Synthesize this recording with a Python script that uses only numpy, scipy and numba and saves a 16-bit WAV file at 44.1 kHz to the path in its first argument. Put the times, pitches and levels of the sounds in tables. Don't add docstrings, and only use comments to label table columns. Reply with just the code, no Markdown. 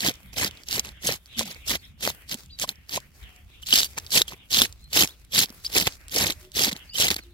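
import sys
import numpy as np
from scipy import signal
from scipy.fft import rfft, irfft, next_fast_len
from scipy.io import wavfile
from scipy.ndimage import uniform_filter1d
from numba import njit

SR = 44100
rng = np.random.default_rng(int(sys.argv[2]) if len(sys.argv) > 2 else 0)


def master(y):
    cut = np.clip(np.atleast_2d(y).T, -1, 1)
    pcm = np.round(cut * 32767)
    wavfile.write(sys.argv[1], SR, pcm.astype(np.int16))


def volts_from_decibels(level):
    exponent = np.asarray(level, float) / 20
    return 10 ** exponent


N = 323253

# start_s, length_s, hardest_moment (0-1), rasp_db, thud_minus_rasp_db
STROKES = [(-.01, 0.12, 0.7, -20, -7), (0.358, 0.12, 0.21, -21, -9), (0.669, 0.14, 0.6, -25.5, -9),
           (1.022, 0.14, 0.59, -24, -10), (1.368, 0.065, 0.47, -24.5, -9.5), (1.665, 0.094, 0.28, -21, -9),
           (2.009, 0.097, 0.71, -21, -9.5), (2.283, 0.073, 0.64, -28, -10), (2.59, 0.058, 0.82, -26.5, -9),
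           (2.886, 0.097, 0.78, -28, -10.5), (3.669, 0.19, 0.28, -18.5, -21),
           (4.111, 0.11, 0.49, -15.5, -14.5), (4.507, 0.15, 0.49, -14.5, -14),
           (4.922, 0.13, 0.46, -14.5, -11.5), (5.315, 0.13, 0.57, -15.5, -13),
           (5.723, 0.12, 0.51, -16.5, -9), (6.126, 0.2, 0.26, -18.5, -6.5), (6.545, 0.15, 0.36, -17.5, -10),
           (6.95, 0.14, 0.63, -14.5, -11.5)]
# start_s, length_s, hardest_moment (0-1), rasp_db, thud_minus_rasp_db
GRAZES = [(0.327, 0.019, 0.37, -37, -4), (0.825, 0.093, 0.2, -42.5, -3), (1.448, 0.12, 0, -39.5, -4),
          (2.67, 0.056, 0.25, -37, -7), (3.617, 0.024, 0.37, -39, -32), (3.967, 0.021, 0.56, -27.5, -2),
          (4.272, 0.032, 0.5, -37, -16), (4.302, 0.037, 0.2, -37.5, -3), (5.635, 0.045, 0.38, -33, -24),
          (5.857, 0.02, 1, -16, -5.5), (6.105, 0.022, 0.95, -30, -16), (6.71, 0.054, 0.1, -36, 1.5),
          (7.102, 0.036, 0.07, -21.5, -7), (7.158, 0.014, .3, -30, -5), (7.178, 0.018, 0.4, -35, -1.5)]
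# peak_s, peak_db, ring_hz
SCALE_SNAPS = [(0.006, -10.5, 4300), (0.048, -11, 4760), (0.0567, -15, 4110), (0.064, -8.5, 3600),
               (0.0767, -5.5, 5040), (0.086, -9.5, 3430), (0.0946, -12, 5710), (0.372, -24, 4600),
               (0.3789, -13, 5400), (0.3836, -10, 5260), (0.4461, -6, 5000), (0.477, -26, 3480),
               (0.489, -38, 5700), (0.6866, -14.5, 5360), (0.711, -13.5, 4850), (0.728, -10, 4700),
               (0.744, -18, 5310), (0.781, -19, 4080), (0.7955, -3.5, 6050), (0.849, -23.5, 2700),
               (0.857, -25, 4700), (0.8903, -26.5, 4040), (1.0258, -26, 6400), (1.0418, -27, 4580),
               (1.065, -26, 4660), (1.089, -11, 4430), (1.1099, -30, 4410), (1.118, -24, 4740),
               (1.123, -10, 5200), (1.3928, -20.5, 4730), (1.4307, -22, 3560), (1.4564, -27.5, 7280),
               (1.6762, -21, 6560), (1.682, -25, 4670), (1.6955, -9, 8300), (1.705, -11, 3800),
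               (1.7295, -20, 3630), (1.7538, -13, 3640), (2.009, -26, 3480), (2.032, -23.5, 3640),
               (2.0523, -8.5, 3300), (2.069, -20, 4340), (2.0755, -8, 4840), (2.1024, -16.5, 3670),
               (2.2953, -19.5, 4700), (2.3136, -14, 4600), (2.3433, -13, 7950), (2.589, -22.5, 4530),
               (2.598, -14, 6630), (2.6215, -12.5, 4870), (2.6278, -18, 6350), (2.6373, -31, 4570),
               (2.6915, -7, 4240), (2.8941, -20.5, 4530), (2.973, -16, 6220),
               (3.6615, -30, 5120), (3.6875, -16.5, 4340), (3.7073, -11.5, 3940), (3.713, -26, 3400),
                     (3.7268, -3.5, 3060), (3.7373, 1.5, 4750), (3.7401, -4.5, 5090), (3.7569, -1.5, 4500),
                     (3.7675, -7, 4260), (3.7755, -10, 3180), (3.7781, -2, 4630), (3.7869, 0, 5240),
                     (3.7935, -6, 4700), (3.7977, -9.5, 3410), (3.804, -5.5, 4930), (3.815, -19, 4690),
                     (3.8222, -21.5, 3840), (3.8317, -6.5, 3780), (3.9794, -15, 8660), (3.9852, -14, 6640),
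                     (3.9993, -28, 5600), (4.0652, -26, 4700), (4.106, -18, 5070), (4.12, -9, 4580),
                     (4.139, -12, 4130), (4.1587, -8.5, 3680), (4.1754, -2.5, 4540), (4.1813, -6, 3450),
                     (4.1975, -10, 4060), (4.2179, 1, 3750), (4.2802, -21, 3150), (4.506, -30, 4280),
                     (4.533, -15, 3200), (4.5406, -11.5, 4050), (4.563, -11, 3390), (4.57, -4.5, 3660),
                     (4.581, -9.5, 3800), (4.5997, -5, 3500), (4.6126, -6, 3550), (4.6183, 7.5, 3470),
                     (4.635, -17, 3730), (4.6552, -35, 4340), (4.9316, -11, 4560), (4.968, -5.5, 3660),
                     (4.973, -3, 2800), (4.979, -12.5, 3930), (4.9898, -17, 4040), (5.0136, -19, 4380),
                     (5.0243, -2, 3120), (5.0349, -4.5, 2650), (5.0487, -13, 5750), (5.0749, -17, 5480),
                     (5.349, -35, 3160), (5.3606, -8, 3710), (5.38, -5, 4200), (5.391, 4.5, 4200),
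                     (5.4146, -11.5, 5750), (5.425, -5, 4020), (5.438, -22, 4290), (5.4581, -23, 4970),
               (5.6479, -17, 4570), (5.7381, -26, 4350), (5.7503, -8, 5190), (5.7675, -9, 4030),
                     (5.7786, -5.5, 3450), (5.7835, -8, 5200), (5.8005, -8, 5160), (5.809, -17, 5160),
                     (5.8141, -12, 5270), (5.825, -14, 3170), (5.8285, -17, 4590), (5.851, -24, 4300),
                     (5.8556, -20, 4250), (5.8709, -5, 2530), (5.8755, -7, 3460), (6.0828, -25, 8340),
                     (6.1621, -6, 5430), (6.171, -11, 4490), (6.1838, -3, 5400), (6.1872, -6, 5160),
                     (6.2108, -6, 4030), (6.2253, -11, 3870), (6.2597, -11, 5080), (6.2684, -9, 3980),
                     (6.3007, -9.5, 4010), (6.3055, -9.5, 3610), (6.323, -18, 3980), (6.566, -14, 8250),
                     (6.579, -12, 3460), (6.594, -4, 5020), (6.5997, -22, 3720), (6.6034, -27, 3370),
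                     (6.618, -7, 8990), (6.637, -2.5, 5100), (6.6427, -11, 4950), (6.6471, -0.5, 3960),
                     (6.6552, -12.5, 4060), (6.6697, -13, 4440), (6.6834, -17.5, 4300), (6.6863, -27, 4470),
                     (6.7143, -26, 4030), (6.7195, -21, 4400), (6.729, -13.5, 3930), (6.7647, -23, 4120),
                     (6.956, -30, 3100), (6.9839, -9, 4200), (7.006, -6.5, 3950), (7.0098, -10, 8670),
                     (7.0232, -5, 3130), (7.034, -12, 3750), (7.054, -14, 8540), (7.069, -8, 3180),
                     (7.0825, -5, 3990), (7.0855, -10, 4290), (7.1043, -5, 4580), (7.114, -7.5, 3650),
                     (7.1433, -13, 4470), (7.1644, -12, 4470)]
# peak_s, peak_db, ring_hz
LANDINGS = [(0.14, -32, 6000), (0.155, -34, 5200), (0.2313, -42, 2400), (0.3336, -30, 5320),
            (0.511, -28, 3030), (0.5726, -32, 3790), (0.635, -31, 5000), (1.259, -34, 4600),
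            (1.2668, -40, 5610), (1.506, -30, 3000), (1.5464, -29, 4400), (2.4605, -35.5, 7400),
            (2.757, -39, 5670), (3.0028, -31, 7390), (3.229, -41, 3890), (3.2391, -39, 3750),
            (3.3626, -37, 7400), (3.628, -29, 3300), (3.6314, -35, 3000), (3.9235, -42, 5120),
            (3.9334, -36, 4960), (4.0389, -42, 3530), (4.0473, -36, 5450), (4.0714, -32, 3790),
            (4.334, -32, 3010), (4.726, -29.5, 7300), (4.842, -38, 7840), (5.2485, -37, 9200),
            (5.4941, -33, 5670), (5.503, -28.5, 4870), (5.6789, -43, 4380), (5.6998, -29, 4540),
            (5.924, -29, 4620), (5.9355, -34.5, 4230), (5.954, -37, 5300), (6.096, -30, 5200),
            (6.407, -41, 7340), (6.4499, -37, 2780), (6.5187, -31, 7660), (6.773, -30, 6210),
            (7.1883, -33, 4830)]
# peak_s, peak_db, pitch_hz
KNOCKS = [(0.0865, -17, 267), (0.371, -28, 585), (0.4465, -28, 427), (0.7809, -26.5, 404),
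          (1.058, -29, 187), (1.0914, -15.5, 507), (1.4108, -21.5, 550), (1.7527, -25.5, 620),
          (2.0761, -15.5, 560), (2.1016, -30.5, 527), (2.3487, -28, 234), (2.6406, -20, 633),
          (2.9754, -18.5, 604), (3.736, -21.5, 246), (3.98, -21, 960), (4.2119, -22, 405),
          (4.3223, -26.5, 1010), (4.573, -26.5, 269.4), (4.619, -20.5, 240), (4.6454, -32.5, 238),
          (5.023, -19, 810), (5.0353, -21, 253), (5.38, -26.5, 163), (5.5045, -36, 222),
          (5.7595, -28.5, 416), (5.823, -23, 186), (5.8755, -17.5, 783), (6.153, -25.5, 370),
          (6.1726, -20, 626), (6.267, -33, 194), (6.298, -26, 276), (6.5684, -24, 402), (6.6087, -21, 418),
          (6.6808, -21, 250), (6.7295, -26, 190), (7.0007, -21.5, 515), (7.1132, -19.5, 410),
          (7.163, -33, 300)]
# peak_s, peak_db, pitch_hz, decay_cycles
TWANGS = [(1.411, -29, 1000, 2.5), (2.645, -27, 1050, 2.5), (2.977, -23, 1020, 2.5), (3.634, -31, 3000, 9),
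          (3.7286, -2, 3080, 6), (3.864, -33, 4600, 17), (3.984, -27, 1700, 2.5), (4.2815, -26, 3250, 8),
          (4.6, -13, 3500, 9), (5.375, -19, 2050, 5), (5.653, -24, 4600, 12), (5.665, -18, 5000, 11),
          (5.757, -25, 410, 3), (6.166, -25.5, 470, 3), (6.9559, -18, 3100, 12), (7.024, -21, 2050, 3.5),
          (7.086, -19, 2050, 5)]
# start_s, length_s, first_hz, last_hz, level_db
GULPS = [
    (1.37, 0.207, 233.4, 127, -39),
]
# start_s, length_s, swish_db, swish_centre_hz, fibre_hiss_db
RUSTLES = [(0, 0.31, -51.5, 2740, -58), (0.449, 0.17, -51, 2684, -51.5), (0.794, 0.27, -53.5, 2500, -62),
           (1.18, 0.21, -76, 2900, -64), (1.306, .38, -48.5, 2777, -59), (1.826, .07, -51, 2894, -66),
           (2.1, 0.14, -51, 2386, -56.5), (2.369, 0.07, -61, 2710, -51.5), (2.73, 0.1195, -57, 2393, -67),
           (2.975, 0.104, -58.5, 2260, -56), (3.145, 0.11, -73.5, 2286, -54.5),
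           (3.221, .2, -52, 2570, -59.5), (3.49, 0.205, -56.5, 2930, -62.5), (3.87, 0.1, -56.5, 2895, -55),
           (3.987, .11, -58.5, 2690, -49.5), (4.24, 0.23, -57, 2667, -59.5), (4.66, 0.072, -59, 2980, -52),
           (5.052, 0.086, -62, 3080, -48), (5.44, 0.21, -62, 2730, -52), (5.691, .06, -64.5, 2760, -44),
           (5.879, 0.068, -53, 2700, -48.5), (5.992, 0.14, -55.5, 1980, -60.5),
           (6.323, 0.14, -61, 2806, -52.5), (6.754, 0.14, -52, 2460, -55.5),
           (7.181, 0.13, -67.5, 3100, -58)]
# start_s, length_s, first_hz, last_hz, level_db
CHIRPS = [(1.785, 0.037, 4600, 4400, -55), (4.8, 0.14, 3950, 4400, -60.5), (6.878, 0.081, 4500, 4900, -50),
          (1.835, .03, 5250, 5450, -62), (2.1, .033, 3800, 5000, -58), (5.08, .04, 2600, 4400, -49.5),
          (5.112, 0.033, 3950, 3450, -55), (7.192, 0.063, 4700, 3650, -59), (6.3, 0.032, 8400, 6600, -39),
          (6.912, 0.067, 2750, 3150, -49)]
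# start_s, length_s, first_hz, last_hz, level_db
ARCHED_CHIRPS = [
    (2.497, 0.083, 2680, 3870, -54.5),
    (2.497, 0.067, 3500, 4470, -50),
]
# start_s, length_s, first_hz, last_hz, level_db
COOS = [
    (3.2, .29, 759, 700, -71),
    (6.41, .1, 363, 373, -55),
    (7.23, .12, 344, 352, -58),
    (6.33, .22, 600, 610, -66),
]

# pitch_hz, level_db
SCALE_COLOUR = [(1300, -17.5), (2550, -6), (3050, 0), (4600, -2.5), (6400, -3.5), (9000, -11.5),
                (12300, -6.5), (15800, -14.5)]
# pitch_hz, level_db
FLESH_COLOUR = [(60, -4), (200, -3), (330, -7), (560, -8), (990, -12), (1400, -15), (2050, -3.5),
                (2700, -3)]
# pitch_hz, level_db
RAW_COLOUR = [(500, -2), (16500, 1.5)]
# pitch_hz, level_db
LEAF_COLOUR = [(250, 1), (500, -3.5), (900, -6.5), (1500, -3.5), (2600, -6), (5000, -40.5)]
# pitch_hz, level_db
FIBRE_COLOUR = [(1500, -18), (4500, -1), (9000, -5.5), (12500, -2), (16000, -7)]
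# pitch_hz, level_db
BREEZE_COLOUR = [(20, -7), (40, -9), (62, 0.5), (100, -10.5), (160, -15), (260, -24), (450, -49.5),
                 (900, -50)]

PORT_LAG = 10.21
RIGHT_SIDE_DB = 1.0
START_DROP_DB, END_DROP_DB = 16, 10
BITE_DB_PER_S, LIFT_DB_PER_S = 1201, 1289
THUD_GROWTH_DB = 6.5
JERK_DB, JERKS_PER_S = 2.5, 45
SETTLE_DB, SETTLE_DB_PER_S = -38.5, 73
RUSTLE_EDGE_DB, RUSTLE_FADE_DB_PER_S = 5, 315.5
STILL_SWISH_DB, STILL_HISS_DB = -69, -68
BREEZE_DB = -50.5


def strokes():
    rasp_db, thud_db = effort()
    crackle = shower(SCALE_COLOUR, count=40000, cycles=4.5, spread_db=3.3, clump_db=3.0, clump_rate=130)
    edges = slips(count=2400, spread_db=3.4, length_s=0.0003)
    patches = noise(RAW_COLOUR, alike_hz=5140, lag=PORT_LAG, flicker_db=3.5, flicker_rate=35)
    ticks = tint(patches * (edges + 0.98), SCALE_COLOUR)
    flesh = shower(FLESH_COLOUR, count=14000, cycles=1.22, spread_db=1.2, clump_db=1.5, clump_rate=60)
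    scrape = (volts_from_decibels(-6.5) * crackle + volts_from_decibels(-7.5) * ticks) * volts_from_decibels(rasp_db)
    return scrape + volts_from_decibels(-2.5) * flesh * (1 + 0.29 * edges) * volts_from_decibels(thud_db)


def effort():
    rasp, thud = [], []
    for start, length, top, db, thud_db in STROKES + GRAZES:
        shape, u = bump(start, length, top, START_DROP_DB, END_DROP_DB, BITE_DB_PER_S, LIFT_DB_PER_S)
        rasp.append(db + shape)
        thud.append(db + shape + thud_db + THUD_GROWTH_DB * (u - .5))
    jerk = JERK_DB * walk(JERKS_PER_S)
    return np.max(rasp, axis=0) + jerk, np.max(thud, axis=0) + jerk


def snaps():
    s, db, hz = np.transpose(SCALE_SNAPS + LANDINGS)
    cycles = 2.88 * np.exp(0.15 * rng.standard_normal(len(s)))
    ring = struck(s, hz, cycles, db - 3.0, lag_spread=1.0, pan_db=-0.7, bite=6.97)
    crack = struck(s, 1.6 * hz, 0.73 + 0 * s, db - 11.0, lag_spread=0.88, pan_db=3.5, bite=5.1)
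    tap = struck(s, 0.5 * hz, 0.53 + 0 * s, db - 15, lag_spread=1.0, pan_db=3.5)
    hits = np.zeros(N)
    hits[((s - .0003) * SR).astype(int)] = volts_from_decibels(db)
    tick = volts_from_decibels(-8.0) * puffs(hits, length_s=0.00014)
    tail = volts_from_decibels(-20.0) * puffs(hits, length_s=0.0016)
    return ring + crack + tap + (tick + tail) * noise(SCALE_COLOUR, alike_hz=5700, lag=PORT_LAG)


def knocks():
    s, db, hz = np.transpose(KNOCKS)
    thump = struck(s, hz, 0.86 + 0 * s, db - 2.5, lag_spread=0.94, pan_db=1.0)
    edge = struck(s, 2.06 * hz, 0.5 + 0 * s, db - 7.5, lag_spread=0.86, pan_db=7.0)
    s, db, hz, cycles = np.transpose(TWANGS)
    return thump + edge + struck(s, hz, cycles, db, lag_spread=.4, pan_db=3.0)


def gulps():
    return whistles(GULPS, 15, 0.099, 3.3, 39, wobble=0.072, flutter_db=2.0)


def sack_and_leaves():
    sack_db, sack_hz, hiss_db = rustling()
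    folds = 0
    for ratio in (.87, 1.2):
        fold = swish(sack_hz * (ratio + .06 * walk(20)), width_hz=750)
        folds = folds + fold * volts_from_decibels(3.2 * walk(30))
    yard = noise(LEAF_COLOUR, alike_hz=845, flicker_db=-1.0, flicker_rate=3.5)
    air = noise(FIBRE_COLOUR, alike_hz=2500, lag=PORT_LAG, flicker_db=2.5, flicker_rate=18)
    grit = slips(count=300, spread_db=3.1, length_s=0.0007)
    leaves = volts_from_decibels(0.22 * sack_db + 0.63 * hiss_db - 13.0) * yard * (1 + 0.96 * grit)
    fibres = unit(air * (grit + 1.2) * volts_from_decibels(2.0 * walk(30)))
    return volts_from_decibels(sack_db) * unit(folds) + leaves + volts_from_decibels(hiss_db) * fibres


def rustling():
    start, length, db, hz, hiss_db = np.transpose(RUSTLES)[:, :, None]
    shape, _ = bump(start, length, 0.12, RUSTLE_EDGE_DB, RUSTLE_EDGE_DB,
                    RUSTLE_FADE_DB_PER_S, RUSTLE_FADE_DB_PER_S)
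    centre = uniform_filter1d(hz[np.argmax(db + shape, axis=0), 0], int(0.013 * SR))
    start, length, _, rasp_db, _ = np.transpose(STROKES)[:, :, None]
    settle, _ = bump(start, length, .5, 0, 0, BITE_DB_PER_S, SETTLE_DB_PER_S)
    hiss = np.maximum((hiss_db + shape).max(axis=0), (rasp_db + SETTLE_DB + settle).max(axis=0))
    return np.maximum((db + shape).max(axis=0), STILL_SWISH_DB), centre, np.maximum(hiss, STILL_HISS_DB)


def birds():
    small = whistles(CHIRPS, 60, .4, 9, 9, wobble=.018, flutter_db=4.5)
    small = small + whistles(ARCHED_CHIRPS, 980, .45, 7, 10, wobble=.008, flutter_db=2.5)
    return np.array([small, np.roll(small, 3)])


def dove():
    return whistles(COOS, 0, .5, 11, 11, wobble=.01, flutter_db=2.0)


def breeze():
    rumble = noise(BREEZE_COLOUR, alike_hz=182, flicker_db=4.0, flicker_rate=22)
    return volts_from_decibels(BREEZE_DB) * rumble * volts_from_decibels(0.76 * walk(19))


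def struck(s, hz, cycles, db, lag_spread, pan_db, bite=1.96):
    scatter = rng.standard_normal((len(s), 2))
    rise_s = np.log(bite) / (bite - 1) * cycles / hz
    start = s - rise_s - PORT_LAG / 2 / SR
    return grains(start, hz, cycles, volts_from_decibels(db), scatter, lag_spread, pan_db, bite)


def shower(shape, count, cycles, spread_db, clump_db, clump_rate):
    u, scatter = rng.random((count, 2)), rng.standard_normal((count, 3))
    big = rng.exponential(1, count)
    lo, hi = shape[0][0], shape[-1][0]
    hz = lo * (hi / lo) ** u[:, 1]
    size = volts_from_decibels(spread_db * np.minimum(big, 2.8)) * hz / hi
    out = grains(u[:, 0] * N / SR, hz, cycles * np.exp(.3 * scatter[:, 2]), size, scatter)
    return tint(out * volts_from_decibels(clump_db * walk(clump_rate)), shape)


def grains(s, hz, cycles, size, scatter, lag_spread=2.4, pan_db=3.5, bite=1.73):
    turn = 2 * np.pi * np.clip(hz, 30, .45 * SR) / SR
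    fade = turn / (2 * np.pi * cycles)
    shade = np.clip(hz / 3000, 0, 1)
    lag = np.clip(PORT_LAG * (.5 + shade / 2) + lag_spread * scatter[:, 0], 0, 40)
    left = volts_from_decibels((shade + .5) * pan_db * scatter[:, 1] - 2.5 * shade)
    peak = bite ** (-1 / (bite - 1)) * (1 - 1 / bite)
    return rings(np.clip(s, 0, None) * SR, turn, fade, bite, size / peak, lag, left, N)


@njit
def rings(start, turn, fade, bite, size, lag, left, n):
    out = np.zeros((2, n + 4096))
    for g in range(len(start)):
        p, q = np.exp(1j * turn[g] - fade[g]), np.exp(1j * turn[g] - bite * fade[g])
        for c in range(2):
            at = start[g] + (lag[g] if c == 1 else 0.)
            i = int(np.ceil(at))
            a = size[g] * (left[g] if c == 0 else 1.)
            z, w = a * p ** (i - at), a * q ** (i - at)
            for j in range(min(int(6 / fade[g]), 3000)):
                out[c, i + j] += (z - w).imag
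                z, w = z * p, w * q
    return out[:, :n]


def slips(count, spread_db, length_s):
    hits = np.zeros(N)
    hits[rng.integers(0, N, count)] = volts_from_decibels(spread_db * np.minimum(rng.exponential(1, count), 3.0))
    return puffs(hits, length_s)


def puffs(hits, length_s):
    fall = np.exp(-1 / (length_s * SR))
    puff = signal.lfilter([1], [1, -2 * fall, fall ** 2], hits) * (1 - fall) * np.e
    return np.array([puff, np.roll(puff, int(PORT_LAG))])


def whistles(calls, arch_hz, top, before_db, after_db, wobble, flutter_db):
    out = np.zeros(N)
    for start, length, first_hz, last_hz, db in calls:
        shape, u = bump(start, length, top, before_db, after_db, 2565, 2500)
        arch = arch_hz * np.minimum(u / 0.26, (1 - u) / (1 - .3))
        hz = first_hz + (last_hz - first_hz) * u + arch
        phase = 2 * np.pi * np.cumsum(hz * (1 + wobble * walk(400))) / SR
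        out += volts_from_decibels(db + shape) * np.sqrt(2) * np.sin(phase)
    return out * volts_from_decibels(flutter_db * walk(220))


def swish(hz, width_hz):
    lowpass = signal.butter(3, width_hz / 2, fs=SR, output="sos")
    slow = signal.sosfilt(lowpass, rng.standard_normal((2, 2, N)))
    carrier = np.exp(2j * np.pi * np.cumsum(hz) / SR)
    return unit(((slow[0] + 1j * slow[1]) * carrier).real)


def noise(shape, alike_hz, lag=0., flicker_db=0., flicker_rate=10):
    size = next_fast_len(N)
    hz = np.fft.rfftfreq(size, 1 / SR) + 1e-3
    shared, left, right = rfft(rng.standard_normal((3, size)))
    like = 1 / (1 + (hz / alike_hz) ** 2)
    late = np.exp(-2j * np.pi * hz * lag * (.5 + np.clip(hz / 3000, 0, 1) / 2) / SR)
    pair = np.sqrt(like) * shared * np.array([late ** 0, late])
    pair = pair + np.sqrt(1 - like) * np.array([left, right])
    pair = pair * volts_from_decibels(colour_db(shape, hz))
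    octave = np.log2(hz / shape[0][0])
    out = 0
    for k in range(int(np.log2(shape[-1][0] / shape[0][0])) + 2):
        band = np.cos(np.pi / 2 * np.clip(octave - k, -1, 1)) ** 2
        out = out + irfft(pair * band, size)[:, :N] * volts_from_decibels(flicker_db * walk(flicker_rate))
    return unit(out)


def tint(x, shape):
    size = next_fast_len(N)
    gain = volts_from_decibels(colour_db(shape, np.fft.rfftfreq(size, 1 / SR) + 0.0004))
    return unit(irfft(rfft(x, size) * gain, size)[:, :N])


def colour_db(shape, hz):
    rows = np.array(shape)
    return np.interp(np.log(hz), np.log(rows[:, 0]), rows[:, 1], -90, -90)


def bump(start, length, top, before_db, after_db, rise_db_per_s, fall_db_per_s):
    t = np.arange(N) / SR - start
    u, top = np.clip(t / length, 0, 1), np.clip(top, .05, .95)
    arch = np.where(u < top, before_db * (1 - u / top) ** 2, after_db * ((u - top) / (1 - top)) ** 2)
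    return -arch + rise_db_per_s * np.minimum(t, 0) - fall_db_per_s * np.maximum(t - length, 0), u


def walk(rate):
    k = int(SR / rate)
    steps = np.repeat(rng.standard_normal(N // k + 1), k)
    w = uniform_filter1d(uniform_filter1d(steps, k), k)[:N]
    return w / w.std()


def unit(x):
    return x / np.sqrt(np.mean(x ** 2))


def ground_smear(near):
    t = np.arange(1500) / SR
    ground = rng.standard_normal((2, len(t))) * np.exp(-np.log(1000) * t / .02)
    bright = np.diff(ground, prepend=0)
    bright = bright / np.sqrt(np.sum(bright ** 2, axis=1, keepdims=True))
    return volts_from_decibels(-13) * signal.fftconvolve(near, bright, axes=1)[:, :N]


def scene():
    near = (strokes() + snaps()) * volts_from_decibels([[-RIGHT_SIDE_DB], [RIGHT_SIDE_DB]]) + knocks()
    return near + ground_smear(near) + gulps() + sack_and_leaves() + birds() + dove() + breeze()


def top_cut(x):
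    return signal.sosfilt(signal.butter(12, 16650, fs=SR, output="sos"), x)


def record(dry):
    firm = signal.sosfilt(signal.butter(2, 35, "high", fs=SR, output="sos"), dry)
    rounded = .85 * np.tanh(firm / .85)
    mix = signal.sosfilt(signal.ellip(8, .2, 70, 16200, fs=SR, output="sos"), rounded)
    return top_cut(mix)


dry = scene()
out = record(dry)
master(out)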